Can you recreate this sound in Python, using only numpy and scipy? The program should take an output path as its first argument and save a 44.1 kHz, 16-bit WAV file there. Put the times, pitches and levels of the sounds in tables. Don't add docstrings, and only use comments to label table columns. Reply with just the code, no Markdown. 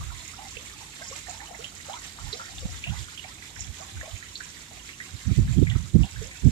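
import sys
import numpy as np
from scipy import signal
from scipy.fft import rfft, irfft, next_fast_len
from scipy.io import wavfile
from scipy.ndimage import map_coordinates

SR = 44100
rng = np.random.default_rng(int(sys.argv[2]) if len(sys.argv) > 2 else 0)


def int16_out(signal):
    q = np.round(np.clip(np.atleast_2d(signal).T, -1, 1) * 32767)
    wavfile.write(sys.argv[1], SR, q.astype(np.int16))


N = 287075

LEAD_S = .03
PORT_LAG = 10
# t/s, f/Hz, level/dB, left minus right/dB
WALL_BUBBLES = [(0.009, 1133, -34, -10), (0.115, 928.3, -37.5, 6.5), (0.278, 6900, -32.5, -34),
                (0.335, 1312, -37, -16), (0.391, 799.8, -33, -7), (0.568, 478.3, -40, -15.5),
                (0.569, 2665, -28.5, -13), (0.807, 871, -36.5, -10.5), (1.013, 669.2, -36, -2.5),
                (1.018, 1536, -33, -4), (1.111, 518.7, -35.5, -2), (1.125, 1124, -35, 10),
                (1.268, 1808, -34, -16), (1.286, 694.3, -31, -13), (1.404, 1960, -29, -14),
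                (1.418, 796, -34.5, -17.5), (1.509, 674.8, -31.5, 5), (1.547, 2028, -31, -15),
                (1.592, 466, -36, -10), (1.643, 2950, -24.5, -12.5), (1.802, 1980, -35.5, -9),
                (1.885, 609, -35, 5), (1.897, 769, -28, -19.5), (1.932, 3320, -31.5, -7),
                (1.936, 949.4, -30.5, -4), (2.187, 1206, -33, -0.5), (2.269, 857.4, -37, -9),
                (2.329, 4060, -21, -9), (2.332, 460.9, -30, -7.5), (2.397, 1319, -29, -0.5),
                (2.412, 1363, -31, -1), (2.582, 3570, -31, -9.5), (2.625, 487.2, -34.5, -8),
                (2.839, 2613, -23, -4), (2.865, 676.6, -36, 0), (2.872, 2696, -26, -4),
                (2.925, 807, -33, -20), (3.083, 1424, -37, -8.5), (3.176, 3165, -30, -15),
                (3.193, 2890, -32, -20), (3.241, 2290, -31, -9.5), (3.246, 744, -38, -9.5),
                (3.422, 2033, -29.5, -25), (3.562, 1815, -32.5, -18), (3.803, 696.8, -31, -11),
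                (3.85, 1050, -47, -5.5), (4.011, 1870, -31.5, -13), (4.03, 611.6, -31.5, 0.5),
                (4.075, 638.2, -35.5, -3.5), (4.226, 1955, -31, -11), (4.355, 4010, -25, -7),
                (4.405, 1596, -27, -29), (4.713, 717, -41.5, -6), (4.89, 2100, -30.5, -8),
                (5.002, 1870, -24.5, -8.5), (5.476, 1640, -32, -15.5), (5.67, 2030, -26, 2.5),
                (5.699, 3200, -30, -6), (5.713, 1880, -28, -8.5), (5.752, 1257, -33, 7),
                (6.034, 3010, -28.5, -2), (6.039, 756, -35.5, -16), (6.16, 1690, -34, -7),
                (6.215, 437.6, -32, -7.5), (6.314, 2020, -32, -4)]
def plops(wall_db=-7, wall_s=0.0057, poolside_db=-9):
    out = np.zeros((2, N))
    for s, hz, db, left_db in WALL_BUBBLES:
        direct = plop(hz)
        t = np.arange(len(direct)) / SR
        wall = rng.standard_normal((2, len(t))) * np.exp(-t / wall_s)
        heard = direct
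        for response, echo_db in ((wall, wall_db), (echoes(), poolside_db)):
            echo = signal.fftconvolve(direct[None], response, axes=1)[:, :len(t)]
            echo *= np.linalg.norm(direct) / np.linalg.norm(echo, axis=1, keepdims=True)
            heard = heard + amp(echo_db) * echo
        heard = heard * amp(db) * panned(left_db)
        add(out[0], s - LEAD_S, heard[0])
        add(out[1], s - LEAD_S + PORT_LAG / SR, heard[1])
    return out


def plop(hz, slap_db=-5, follow_db=-12, follow_s=.06, speak_cycles=1.1):
    t = np.arange(SR // 5) / SR - LEAD_S
    life = 0.0043 + 6.8 / hz

    def band(octaves):
        return unit(filtered(rng.standard_normal(len(t)), lambda f: bell(f + 1, hz, octaves)))

    bubble = ring(np.maximum(t, 0), .94 * hz, life, rise=0.277, onset_cycles=speak_cycles)
    slap = band(octaves=0.29) * surge(t, rise_s=speak_cycles / hz, fall_s=0.0057)
    wash = band(octaves=0.5) * surge(t, rise_s=0.0055, fall_s=0.02)
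    wash_db = -19 + 2 * np.log2(hz / 1500)
    sound = bubble + amp(slap_db) * slap + amp(wash_db) * wash
    for when, detune, size in rng.random((4, 3)):
        delay = follow_s * (when + 0.051)
        pitch = hz * (1 + 4.46 * delay) * 2 ** (0.497 * (detune - .5))
        follower = ring(np.maximum(t - delay, 0), pitch, 0.94 * life, rise=0.217, onset_cycles=0.98)
        sound += amp(follow_db - 10 * when * size) * follower
    return sound


def ring(t, hz, life, rise, onset_cycles):
    climb = rise * (t - 2 * life * (1 - np.exp(-t / (2 * life))))
    onset = 1 - np.exp(-t * hz / onset_cycles)
    return np.sin(2 * np.pi * hz * (t + climb)) * np.exp(-t / life) * onset


def swarm(flow_db, low_hz, high_hz, cycles, spread_db, count):
    when, pitch, size, age, side = rng.random((count, 5)).T[:, :, None]
    flowed = np.cumsum(amp(flow_db))
    start = np.searchsorted(flowed / flowed[-1], when)
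    hz = low_hz + (high_hz - low_hz) * pitch
    life = cycles * (.5 + age) / hz
    k = np.arange(700)
    strength = amp(spread_db * np.minimum(-np.log(1 - size), 3)) * np.sqrt(hz)
    bubbles = strength * ring(k / SR, hz, life, rise=0.14, onset_cycles=1.2) * (1 - k / len(k))
    direct = np.array([np.bincount((start + k + lag).ravel(), (bubbles * gain).ravel(), N)[:N]
                       for gain, lag in ((1.5 - side, 0), (.5 + side, PORT_LAG))])
    scattered = np.zeros((2, N))
    for first in range(0, N, SR // 4):
        block = direct[:, first:first + SR // 4]
        add(scattered, first / SR, signal.fftconvolve(block, echoes(t60_scale=0.4), axes=1))
    return unit(direct + amp(2.5) * scattered)


# f/Hz, level/dB
GURGLE_SPECTRUM = [(200, -16), (420, -15.5), (700, 12), (1200, 2.5), (1900, -7), (4000, -49)]
def lapping(gurgle_hz=785, gurgle_db=-17, calm_db=-61):
    stir, t = np.zeros(N), np.arange(N) / SR
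    for s, hz, db, _ in WALL_BUBBLES:
        if hz < 2 * gurgle_hz:
            strength = bell(hz, gurgle_hz, octaves=.9) * amp(db + gurgle_db)
            stir = np.maximum(stir, strength * surge(t - s, rise_s=.025, fall_s=.11))
    lap_db = 20 * np.log10(np.hypot(stir, amp(calm_db)))
    crowd = swarm(lap_db, low_hz=402, high_hz=2080, cycles=20, spread_db=3, count=1500)
    return amp(lap_db) * coloured(crowd, GURGLE_SPECTRUM) * panned(-6)


# t/s, level/dB, left minus right/dB
SPLASHES = [(0.52, -41, -1), (1.08, -35.5, -9), (1.3, -39, -20), (1.95, -38.5, 7), (2.345, -43, 10.5),
            (2.61, -39, 5), (3.611, -37.5, -17.5), (3.81, -41.5, -19.5), (4.38, -41.5, -3)]
# f/Hz, level/dB
DROP_SPECTRUM = [(1500, -14), (3500, -11.5), (5500, 4.5), (7500, -0.5), (10000, -34), (14000, -22)]
def splashes():
    t = np.arange(N) / SR
    bursts = sum(amp(db) * panned(left_db) * surge(t - s, rise_s=0.037, fall_s=0.039)
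                 for s, db, left_db in SPLASHES)
    drops = swarm(np.zeros(N), low_hz=3950, high_hz=7630, cycles=2.7, spread_db=6, count=3000)
    return bursts * coloured(drops + rng.standard_normal((2, N)), DROP_SPECTRUM)


def plinks():
    strays = swarm(np.zeros(N), low_hz=1163, high_hz=3670, cycles=5.1, spread_db=1, count=160)
    return amp(-53) * panned(-9) * strays


# middle t/s, length/s, level/dB, port (0 left, 1 right)
WIND_PUFFS = [(0.019, 0.063, -33.5, 0), (0.059, 0.25, -35, 1), (0.567, 0.017, -39, 1),
              (2.26, 0.088, -34.5, 1), (2.657, 0.015, -23.5, 1), (2.681, 0.3, -37, 0),
              (2.906, 0.062, -25.5, 1), (2.992, 0.12, -33, 1), (3.613, 0.081, -38.5, 0),
              (3.7, 0.052, -33.5, 1), (3.971, 0.07, -35, 1), (3.99, 0.11, -39.5, 0),
              (4.145, 0.041, -32.5, 1), (5.148, 0.028, -31.5, 1), (5.282, 0.04, -19.5, 1),
              (5.318, 0.033, -16, 1), (5.389, 0.025, -13, 1), (5.412, 0.086, -18.5, 1),
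              (5.452, 0.1, -26.5, 0), (5.512, 0.09, -22, 1), (5.587, 0.047, -13, 1),
              (5.627, 0.022, -9.5, 1), (5.699, 0.28, -23, 1), (5.762, 0.0098, -11.5, 1),
              (5.958, 0.029, -8, 1), (6.009, 0.075, -15, 1), (6.205, 0.12, -32, 1), (6.468, 0.051, -9.5, 1)]
def wind(lee_db=-36):
    out, t = np.zeros((2, N)), np.arange(-SR // 4, SR // 4) / SR
    for s, length, db, port in WIND_PUFFS:
        gain = amp(db) * np.sqrt(length / (t[-1] - t[0]))
        add(out[int(port > .5)], s + t[0], gain * puff(t, length, db))
        add(out[int(port < .5)], s + t[0], gain * amp(lee_db) * puff(t, length, db))
    return out


# f/Hz, level/dB
RUSH_SPECTRUM = [(150, -1), (400, -2.5), (650, -2), (1000, -13), (2000, -26)]
def puff(t, length, db, low_hz=52, rush_db=-35.5):
    eddy_hz = 92.9 * 2 ** ((db + 23.5) / 23.5) * (0.078 / length) ** 0.091

    def band(f):
        low_cut = (f / low_hz) ** 3 / np.sqrt(1 + (f / low_hz) ** 6)
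        high_cut = 1 / np.sqrt(1 + (f / (2.17 * eddy_hz)) ** 6)
        return low_cut * (f + 1) ** -0.45 * high_cut

    eddies = unit(filtered(rng.standard_normal(len(t)), band))
    churn = np.tanh(1.03 * eddies)
    swell = np.exp(-(t / (0.46 * length)) ** 2)
    thud = unit(filtered(churn * swell, band))
    rush = unit(swell * coloured(rng.standard_normal(len(t)), RUSH_SPECTRUM))
    return unit(thud + amp(rush_db) * rush)


# f/Hz, level/dB
SPILL_SPECTRUM = [(300, -11), (600, -19.5), (1000, -8.5), (1500, -7), (2100, 0.5), (2800, -1.5),
                  (3800, 2.5), (5200, -5), (7000, -5), (9500, -11), (14000, -9)]
# f/Hz, level/dB
SPRAY_SPECTRUM = [(1500, -12), (4000, -6), (6000, 4), (7500, -5), (10000, -13), (14000, -7)]
def trickle():
    drift_db = 0.81 * wobble(per_s=2.5)
    babble = swarm(drift_db, low_hz=880, high_hz=6490, cycles=1.42, spread_db=2, count=5000)
    rush = rng.standard_normal((2, N))
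    flicker_db = 1.57 * wobble(per_s=17)
    spill = amp(0.7) * coloured(babble, SPILL_SPECTRUM) + amp(1.5) * coloured(rush, SPILL_SPECTRUM)
    spill *= amp(-46 + drift_db + flicker_db)
    fizz = swarm(drift_db, low_hz=4400, high_hz=12550, cycles=1.2, spread_db=2, count=3000)
    spray = coloured(amp(-1) * fizz + rng.standard_normal((2, N)), SPRAY_SPECTRUM)
    spray *= amp(-44.5 + drift_db + 0.71 * flicker_db)
    return spill * panned(-5) + spray * panned(-6.5)


# f/Hz, level/dB
DRONE_SPECTRUM = [(20, -36), (38, -44), (54, 6.5), (68, -11), (87, 5), (108, -8.5), (128, -5.5), (180, -9),
                  (300, -12), (600, -25), (1500, -26)]
def drone():
    noise = rng.standard_normal(N) + 0.2 * rng.standard_normal((2, N))
    return amp(-49.5) * panned(-2.5) * coloured(noise, DRONE_SPECTRUM)


# f/Hz, level/dB
BREEZE_SPECTRUM = [(20, -14), (50, -1), (110, -7), (400, -30.5)]
def breeze(level_db=-60, lull_db=4):
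    flutter = amp(lull_db * np.array([wobble(per_s=5), wobble(per_s=5)]))
    return amp(level_db) * unit(flutter * coloured(rng.standard_normal((2, N)), BREEZE_SPECTRUM))


# f/Hz, time to fall 60 dB/s
POOLSIDE_DECAY = [(300, 0.075), (1500, 0.29), (5000, 0.12), (12000, 0.099)]
def echoes(t60_scale=1.0):
    hz, t, noise = signal.stft(rng.standard_normal((2, SR // 4)), SR, nperseg=256)
    t60 = t60_scale * along(POOLSIDE_DECAY, hz)[:, None]
    tail = signal.istft(noise * amp(-60 * t / t60), SR, nperseg=256)[1]
    return tail / np.linalg.norm(tail, axis=1, keepdims=True)


def amp(db):
    return 10 ** (np.asarray(db) / 20)


def unit(x):
    return x / np.sqrt(np.mean(x ** 2) + 1e-20)


def along(points, hz):
    f, v = np.transpose(points)
    return np.interp(np.log(hz + 1), np.log(f + 1), v)


def bell(hz, centre_hz, octaves):
    return np.exp(-(np.log2(hz / centre_hz) / octaves) ** 2)


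def surge(t, rise_s, fall_s):
    return np.exp(np.minimum(t / rise_s, -t / fall_s))


def wobble(per_s):
    knots = rng.standard_normal(int(N * per_s / SR) + 4)
    return map_coordinates(knots, [np.arange(N) * per_s / SR])


def filtered(x, response):
    n = x.shape[-1]
    m = next_fast_len(n + 8192)
    return irfft(rfft(x, m) * response(np.fft.rfftfreq(m, 1 / SR)), m)[..., :n]


def coloured(x, spectrum):
    return unit(filtered(x, lambda hz: amp(along(spectrum, hz))))


def panned(left_db):
    gains = amp([[left_db / 2], [-left_db / 2]])
    return gains / np.linalg.norm(gains)


def add(track, s, sound):
    start = round(s * SR)
    part = sound[..., max(-start, 0):max(N - start, 0)]
    track[..., max(start, 0):][..., :part.shape[-1]] += part


# f/Hz, level/dB
LEFT_RESPONSE = [(60, 1), (500, 3.5), (1100, 1.5), (2000, -0.5), (4500, -2.5), (7000, -4.5), (9000, -2.5),
                 (14000, -20.5)]
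# f/Hz, level/dB
RIGHT_RESPONSE = [(500, 3.5), (5000, -3), (6200, -3), (7250, 8), (8500, 2), (14000, -9.5)]
def scene():
    bed = trickle() + splashes() + plinks() + lapping() + drone()
    bed = filtered(bed, lambda hz: amp([along(LEFT_RESPONSE, hz), along(RIGHT_RESPONSE, hz)]))
    return bed + plops() + wind() + breeze()


def record(dry):
    return filtered(dry, lambda hz: hz < 14360)


dry = scene()
out = record(dry)
int16_out(out)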